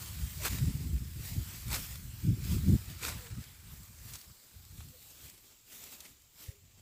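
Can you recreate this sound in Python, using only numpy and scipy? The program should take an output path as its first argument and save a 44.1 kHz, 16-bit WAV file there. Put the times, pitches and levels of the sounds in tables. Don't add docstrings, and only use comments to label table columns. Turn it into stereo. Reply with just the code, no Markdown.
import sys
import numpy as np
from scipy import signal
from scipy.fft import rfft, irfft, next_fast_len
from scipy.io import wavfile
from scipy.ndimage import uniform_filter1d, map_coordinates

SR = 44100
rng = np.random.default_rng(int(sys.argv[2]) if len(sys.argv) > 2 else 0)


def to_wav(s):
    ch = np.atleast_2d(s).T
    pcm = np.round(np.clip(ch, -1, 1) * 32767)
    wavfile.write(sys.argv[1], SR, pcm.astype(np.int16))


N = 300321
TIME = np.arange(N) / SR
BAND_LIMIT_HZ = 15580

# (frequency [Hz], relative level [dB])
FIELD_SPECTRUM = [(30, 21), (90, 5.5), (200, -7), (450, -7.5), (800, -13), (1200, -3.5), (1700, -11),
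                  (4000, -4.5), (6000, -4.5), (7500, 6), (9500, -18), (15000, -3.5)]
# (centre time [s], peak [dB], pitch [Hz], half length [s], glide [Hz/s])
FAR_TONES = [(0.412, -52, 597, 0.015, 2.5), (2.86, -69, 1300, 0.076, 598.5), (3.16, -64, 1010, 0.11, -300),
             (3.243, -58, 485, 0.059, -200), (4.95, -60.5, 505, 0.021, -500), (6.5, -65.5, 528, 0.032, 2),
             (6.54, -65, 398, 0.054, -1)]
# (time [s], left level [dB], right level [dB])
BREEZE = [(0, -45.5, -41), (.45, -41.5, -41), (.9, -40, -38), (1.6, -46, -42), (2.15, -41.5, -42.5),
          (2.4, -52, -46), (2.85, -36.5, -60), (3.15, -39.5, -68), (3.3, -53, -85), (3.55, -61, -45),
          (3.9, -54, -57), (4.45, -88, -71.5), (4.9, -61, -59), (5.1, -67, -63), (5.6, -72, -71.5),
          (5.85, -75, -62), (6.25, -77, -66.5), (6.7, -58.5, -64)]
# (start [s], length [s], left level [dB], right level [dB])
GUSTS = [(0.146, .14, -37.5, -59), (0.499, 0.1, -57, -30), (0.604, .11, -27.5, -40),
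         (0.739, 0.078, -32, -36), (0.816, 0.17, -27.5, -43), (1.009, 0.027, -50, -29),
         (1.149, 0.065, -40, -32), (1.353, 0.086, -54, -31), (1.656, 0.18, -39.5, -36.5),
         (2.038, 0.12, -38.5, -57), (2.231, 0.12, -45, -24), (2.359, 0.14, -37, -29.5),
         (2.488, 0.26, -39, -24), (2.67, 0.094, -48, -17), (2.927, 0.058, -54, -42),
         (3.309, 0.111, -37.5, -45), (3.656, 0.19, -51, -48), (3.988, 0.19, -54, -48),
         (4.264, 0.067, -66, -50.5), (4.534, 0.15, -67, -48.5), (4.701, 0.22, -46, -46.5),
         (5.21, 0.076, -62, -52.5)]
# (time [s], peak of port mean [dB], pitch [Hz], half length [s], left minus right [dB])
THUMPS = [(.235, -29.5, 65.8, 0.019, 21), (.627, -25, 127, 0.0099, 22), (0.954, -25.5, 63, 0.016, 21),
          (1.386, -26, 102, 0.0083, -22), (2.288, -16.5, 107, 0.0081, -29), (2.728, -32, 136, 0.012, -12),
          (2.757, -26, 123, 0.0047, -37), (3.333, -34, 101, 0.006, 27), (4.115, -44.5, 119, 0.016, -10),
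          (6.493, -32.5, 86, 0.0062, 7)]
# (frequency [Hz], power share [0-1])
DIRECT_SHARE = [(300, 0.63), (1400, 0.61), (3000, 0.28), (7000, 0.13), (15000, 0)]
# (frequency [Hz], relative level [dB])
LEAF_SPECTRUM = [(250, -4.5), (450, -7), (750, -7), (1400, -4.5), (2300, -2), (3000, -2), (5000, 0),
                 (6400, -3), (7700, 2), (8600, 0.5), (9400, -6), (11000, -1.5), (13000, 0), (15300, 3)]
STEM_SPECTRUM = [(300, -1), (750, -11.5), (1300, -4.5), (2400, -1), (3300, -6.5), (7500, -1.5), (10000, -7),
                 (15000, -14)]
BLADE_SPECTRUM = [(200, -7), (450, 0.5), (750, -5), (1400, 1), (1900, -6), (2400, 3), (3000, -5.5),
                  (3900, 0), (6300, -1), (8200, 2), (9400, -5), (11000, -2.5), (13000, 0), (15300, -3)]
# (time [s], relative level [dB])
STIR = [(0, -51.5), (2.4, -52), (3.6, -56), (4.7, -57.5), (5.6, -63), (6.25, -64.5), (6.8, -67)]
# (peak time [s], relative level [dB], rise [s], fall [s], tilt [dB/oct])
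HANDLING = [(0.03, -44.5, 0.12, 0.31, 0.24), (0.29, -48, 0.1, 0.17, 0.65), (0.54, -40.5, 0.18, 0.12, 0.2),
            (0.7, -48.5, 0.099, 0.27, .4), (1.28, -42, 0.086, 0.094, 0.73), (1.5, -46, 0.15, 0.33, 0.3),
            (1.79, -40.5, .06, 0.13, 1), (1.91, -47, 0.051, 0.097, 0.9), (2.24, -51.5, 0.12, 0.11, 0.54),
            (2.53, -40.5, 0.093, 0.06, 0.04), (2.74, -46, 0.2, 0.1, 0), (2.9, -49.5, .04, 0.056, -0.8),
            (3.17, -48, 0.21, 0.14, -0.84), (3.42, -53.5, 0.035, 0.087, -0.64),
            (3.73, -52, 0.069, 0.086, 0), (3.84, -54.5, 0.023, 0.054, 0), (4.1, -48.5, 0.1, 0.15, 0),
            (4.8, -53.5, 0.064, 0.091, -.5), (5.1, -53.5, 0.23, 0.096, 0.2), (5.26, -49.5, 0.1, 0.07, -0.6),
            (5.48, -58, 0.12, 0.1, -0.7), (5.75, -47.5, 0.06, 0.086, -0.4), (5.84, -48, 0.055, 0.079, -0.7),
            (5.93, -46.5, 0.027, .04, -0.5), (6.05, -52.5, 0.12, 0.074, -1.44),
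            (6.429, -48.5, 0.059, 0.075, -0.44), (6.79, -65, 0.073, 0.066, -2)]
# (time [s], relative level [dB], centre [Hz])
SNAPS = [(0.4817, -29, 6000), (.5315, -38, 2500), (.5848, -34, 2120), (1.681, -35, 7500),
         (1.9565, -36, 5000), (2.9, -41, 4430), (2.9944, -47, 4300), (3.1232, -36.5, 2200),
         (3.2685, -44, 2400), (3.44, -42, 4550), (3.832, -44, 8040), (4.0833, -48, 6500),
         (4.136, -33, 5800), (4.14, -38.5, 6420), (4.156, -33.5, 4960), (4.2135, -40, 5400),
         (4.651, -45.5, 6860), (4.806, -44, 1300), (4.886, -45, 8000), (5.061, -48, 7000),
         (5.105, -44, 6000), (5.299, -40, 8000), (5.839, -36, 7500), (5.925, -42, 2400),
         (6.0045, -37, 6650), (6.0077, -39.5, 3930), (6.22, -50, 7400)]
# (peak time [s], level [dB], rise [s], fall [s], tilt [dB/oct])
CUTS = [(0.466, -28.5, 0.027, 0.013, -0.34), (1.747, -30, 0.033, 0.025, 0),
        (3.044, -35.5, 0.025, 0.043, -0.5), (3.086, -36.5, 0.051, 0.037, -1), (4.148, -47, 0.02, 0.023, 1)]


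def amp(db):
    return 10 ** (np.asarray(db) / 20)


def unit_rms(x):
    return x / np.sqrt(np.mean(x ** 2) + 1e-20)


def curve(rows, t=TIME):
    return np.interp(t, *np.transpose(rows))


def spectrum(points, hz):
    points_hz, values = np.transpose(points)
    return np.interp(np.log(hz + 1), np.log(points_hz + 1), values)


def filtered(x, gain):
    size = next_fast_len(x.shape[-1] + 2048)
    hz = np.fft.rfftfreq(size, 1 / SR)
    return irfft(rfft(x, size) * gain(hz), size)[..., :x.shape[-1]]


def wander(rate_hz):
    return unit_rms(filtered(rng.standard_normal(N), lambda f: np.exp(-(f / rate_hz) ** 2)))


def add(mix, at_s, sound):
    part = mix[max(round(at_s * SR), 0):][:len(sound)]
    part += sound[:len(part)]


def field(level_db=-64, per_port_db=-2):
    air = rng.standard_normal(N) + amp(per_port_db) * rng.standard_normal((2, N))
    return amp(level_db) * unit_rms(filtered(air, lambda f: amp(spectrum(FIELD_SPECTRUM, f))))


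def far_tones(waver_hz=16):
    drift_hz = waver_hz * wander(68)
    out = np.zeros(N)
    for at_s, db, hz, half_s, glide_hz_per_s in FAR_TONES:
        t = TIME - at_s
        phase = 2 * np.pi * np.cumsum(hz + glide_hz_per_s * t + drift_hz) / SR
        out += amp(db) * np.exp(-(t / half_s) ** 2) * np.sin(phase)
    return out


def wind_level_db(port, lumps_db=2.5, lumps_hz=14, rise_s=0.0095, fall_s=0.0054,
                  lull_db=-9, lull_s=0.025):
    breeze_db = curve([(at_s, ports_db[port]) for at_s, *ports_db in BREEZE])
    breeze_db += lumps_db * wander(lumps_hz)
    gust_power = np.zeros(N)
    for start_s, length_s, *ports_db in GUSTS:
        since_end_s = TIME - start_s - length_s
        outside = np.maximum((start_s - TIME) / rise_s, since_end_s / fall_s)
        gate = (1 - np.tanh(outside)) / 2
        gust_power += (amp(ports_db[port]) * gate) ** 2
        breeze_db += lull_db * np.exp(-(since_end_s / lull_s) ** 2)
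    return 10 * np.log10(amp(breeze_db) ** 2 + gust_power)


def eddies(low_hz, high_hz, steepness):
    low_cut = lambda f: 1 / np.sqrt(1 + (low_hz / (f + 1)) ** 8)
    band = lambda f: low_cut(f) / np.sqrt(1 + (f / high_hz) ** steepness)
    pressure = filtered(rng.standard_normal(N), band)
    local_power = signal.oaconvolve(pressure ** 2, np.hanning(2401) / 1200, "same")
    return pressure / np.sqrt(local_power + 1e-12)


def wind(port, calm_db=-40, strong_db=-18, flutter_db=2.5, flutter_hz=40):
    level_db = wind_level_db(port) + flutter_db * wander(flutter_hz)
    strength = np.clip((level_db - calm_db) / (strong_db - calm_db), 0, 1)
    soft = eddies(low_hz=54.5, high_hz=99.4, steepness=6.24)
    hard = eddies(low_hz=79, high_hz=145, steepness=5.4)
    hard = filtered(hard, lambda f: 1 / np.sqrt(1 + (f / 370) ** 10))
    return amp(level_db) * (np.sqrt(1 - strength ** 2) * soft + strength * hard)


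def thumps():
    out = np.zeros((2, N))
    for at_s, db, hz, half_s, pan_db in THUMPS:
        t = TIME - at_s
        push = np.exp(-(t / half_s) ** 2) * np.cos(2 * np.pi * hz * t)
        pan = amp([[pan_db / 2], [-pan_db / 2]])
        out += amp(db) * push * pan / pan.mean()
    return out


def through_crop(paths, leave_s=3.37, walk_s=1, ahead_lead_ms=-0.021, aside_lead_ms=0.33,
                 right_db=1.35, sheen_hz=12900, sheen_width_hz=650, sheen_db=-5):
    aside = 1 - np.exp(-np.maximum(TIME - leave_s, 0) / walk_s)
    lead_samples = (ahead_lead_ms + (aside_lead_ms - ahead_lead_ms) * aside) * SR / 1000
    direct = np.array([map_coordinates(paths[0], [np.arange(N) + side * lead_samples / 2], order=5)
                       for side in (-1, 1)])
    share = lambda f: np.clip(spectrum(DIRECT_SHARE, f), 0, 1)
    scattered = filtered(paths[1:], lambda f: np.sqrt(1 - share(f)))
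    ports = filtered(direct, lambda f: np.sqrt(share(f))) + scattered
    sheen = filtered(ports, lambda f: np.exp(-((f - sheen_hz) / sheen_width_hz) ** 2))
    return (ports + amp(sheen_db) * aside * sheen) * amp([[-right_db / 2], [right_db / 2]])


def crackle(density, spread_db, hiss_db, clump_db, clump_hz):
    ticks = np.zeros((3, N))
    t = np.arange(128) / SR
    for hz in np.geomspace(900, 14000, 9):
        ticks_per_s = density * np.sqrt(hz / 5000) / 9
        onsets = rng.integers(0, N, int(ticks_per_s * N / SR))
        sizes = amp(spread_db * np.minimum(rng.exponential(1, len(onsets)), 4))
        train = np.zeros((3, N))
        train[:, onsets] = sizes * rng.choice([-1, 1], (3, len(onsets)))
        tick = np.exp(-t * hz) * np.sin(2 * np.pi * hz * t)
        ticks += np.sqrt(hz) * unit_rms(signal.oaconvolve(train, tick[None], axes=1)[:, :N])
    hiss = amp(hiss_db) * rng.standard_normal((3, N))
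    return (unit_rms(ticks) + hiss) * amp(clump_db * wander(clump_hz))


def stalk_colour(x, colour, tilts, patchy_db):
    hz, t, frames = signal.stft(x, SR, nperseg=512)
    patches = uniform_filter1d(rng.standard_normal(frames.shape[1:]), size=4, axis=0)
    patches = unit_rms(uniform_filter1d(patches, size=14, axis=1))
    slope_db = np.log2((hz[:, None] + 200) / 5000) * curve(tilts, t)
    gain = amp(spectrum(colour, hz)[:, None] + slope_db + patchy_db * patches)
    gain *= ((hz > 100) & (hz < BAND_LIMIT_HZ))[:, None]
    gain /= np.linalg.norm(gain, axis=0)
    _, coloured = signal.istft(frames * gain, SR, nperseg=512)
    return unit_rms(coloured[:, :N])


def arm_power(moves, roundness):
    power = np.zeros(N)
    for peak_s, db, rise_s, fall_s, _ in moves:
        from_peak = np.maximum((peak_s - TIME) / rise_s, (TIME - peak_s) / fall_s)
        power += (amp(db) * np.exp(-from_peak ** roundness)) ** 2
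    return power


def rustle(gain_db=-0.94, stems_db=-8, stems_per_tilt=4):
    force = np.sqrt(amp(curve(STIR)) ** 2 + arm_power(HANDLING, roundness=1.38))
    tilts = [(peak_s, tilt) for peak_s, *_, tilt in HANDLING]
    rubs = crackle(density=3000, spread_db=-2, hiss_db=12, clump_db=0.5, clump_hz=66)
    leaves = stalk_colour(rubs, LEAF_SPECTRUM, tilts, patchy_db=2)
    cracks = crackle(density=600, spread_db=0.5, hiss_db=3.5, clump_db=3, clump_hz=42.7)
    stems = stalk_colour(cracks, STEM_SPECTRUM, tilts, patchy_db=2.5)
    stems *= amp(stems_db - stems_per_tilt * curve(tilts))
    return (leaves + stems) * force * amp(gain_db)


def straw_snaps(gain_db=-2.5, decay_s=0.0033, half_width_oct=1.3):
    paths = np.zeros((3, N))
    t = np.arange(1024) / SR
    for at_s, db, hz in SNAPS:
        band = lambda f: 1 / (1 + (np.log2((f + 1) / hz) / half_width_oct) ** 2)
        bursts = filtered(rng.standard_normal((3, len(t))), band)
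        for path, burst in zip(paths, bursts):
            add(path, at_s, amp(db + gain_db) * unit_rms(burst) * np.exp(-t / decay_s))
    return paths


def sickle():
    force = np.sqrt(arm_power(CUTS, roundness=1.27))
    tilts = [(peak_s, tilt) for peak_s, *_, tilt in CUTS]
    cracks = crackle(density=9000, spread_db=3, hiss_db=-2, clump_db=1.4, clump_hz=240)
    return stalk_colour(cracks, BLADE_SPECTRUM, tilts, patchy_db=1.53) * force


def scene():
    background = np.array([wind(port) for port in range(2)]) + thumps() + field() + far_tones()
    return background + through_crop(straw_snaps() + rustle() + sickle())


def record(dry, low_cut_hz=36):
    heard = filtered(dry, lambda f: f ** 2 / np.sqrt(f ** 4 + low_cut_hz ** 4))
    lowpass = signal.firwin(511, BAND_LIMIT_HZ, window=("kaiser", 9), fs=SR)
    return signal.oaconvolve(heard, lowpass[None], "same", axes=1)


dry = scene()
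out = record(dry)
to_wav(out)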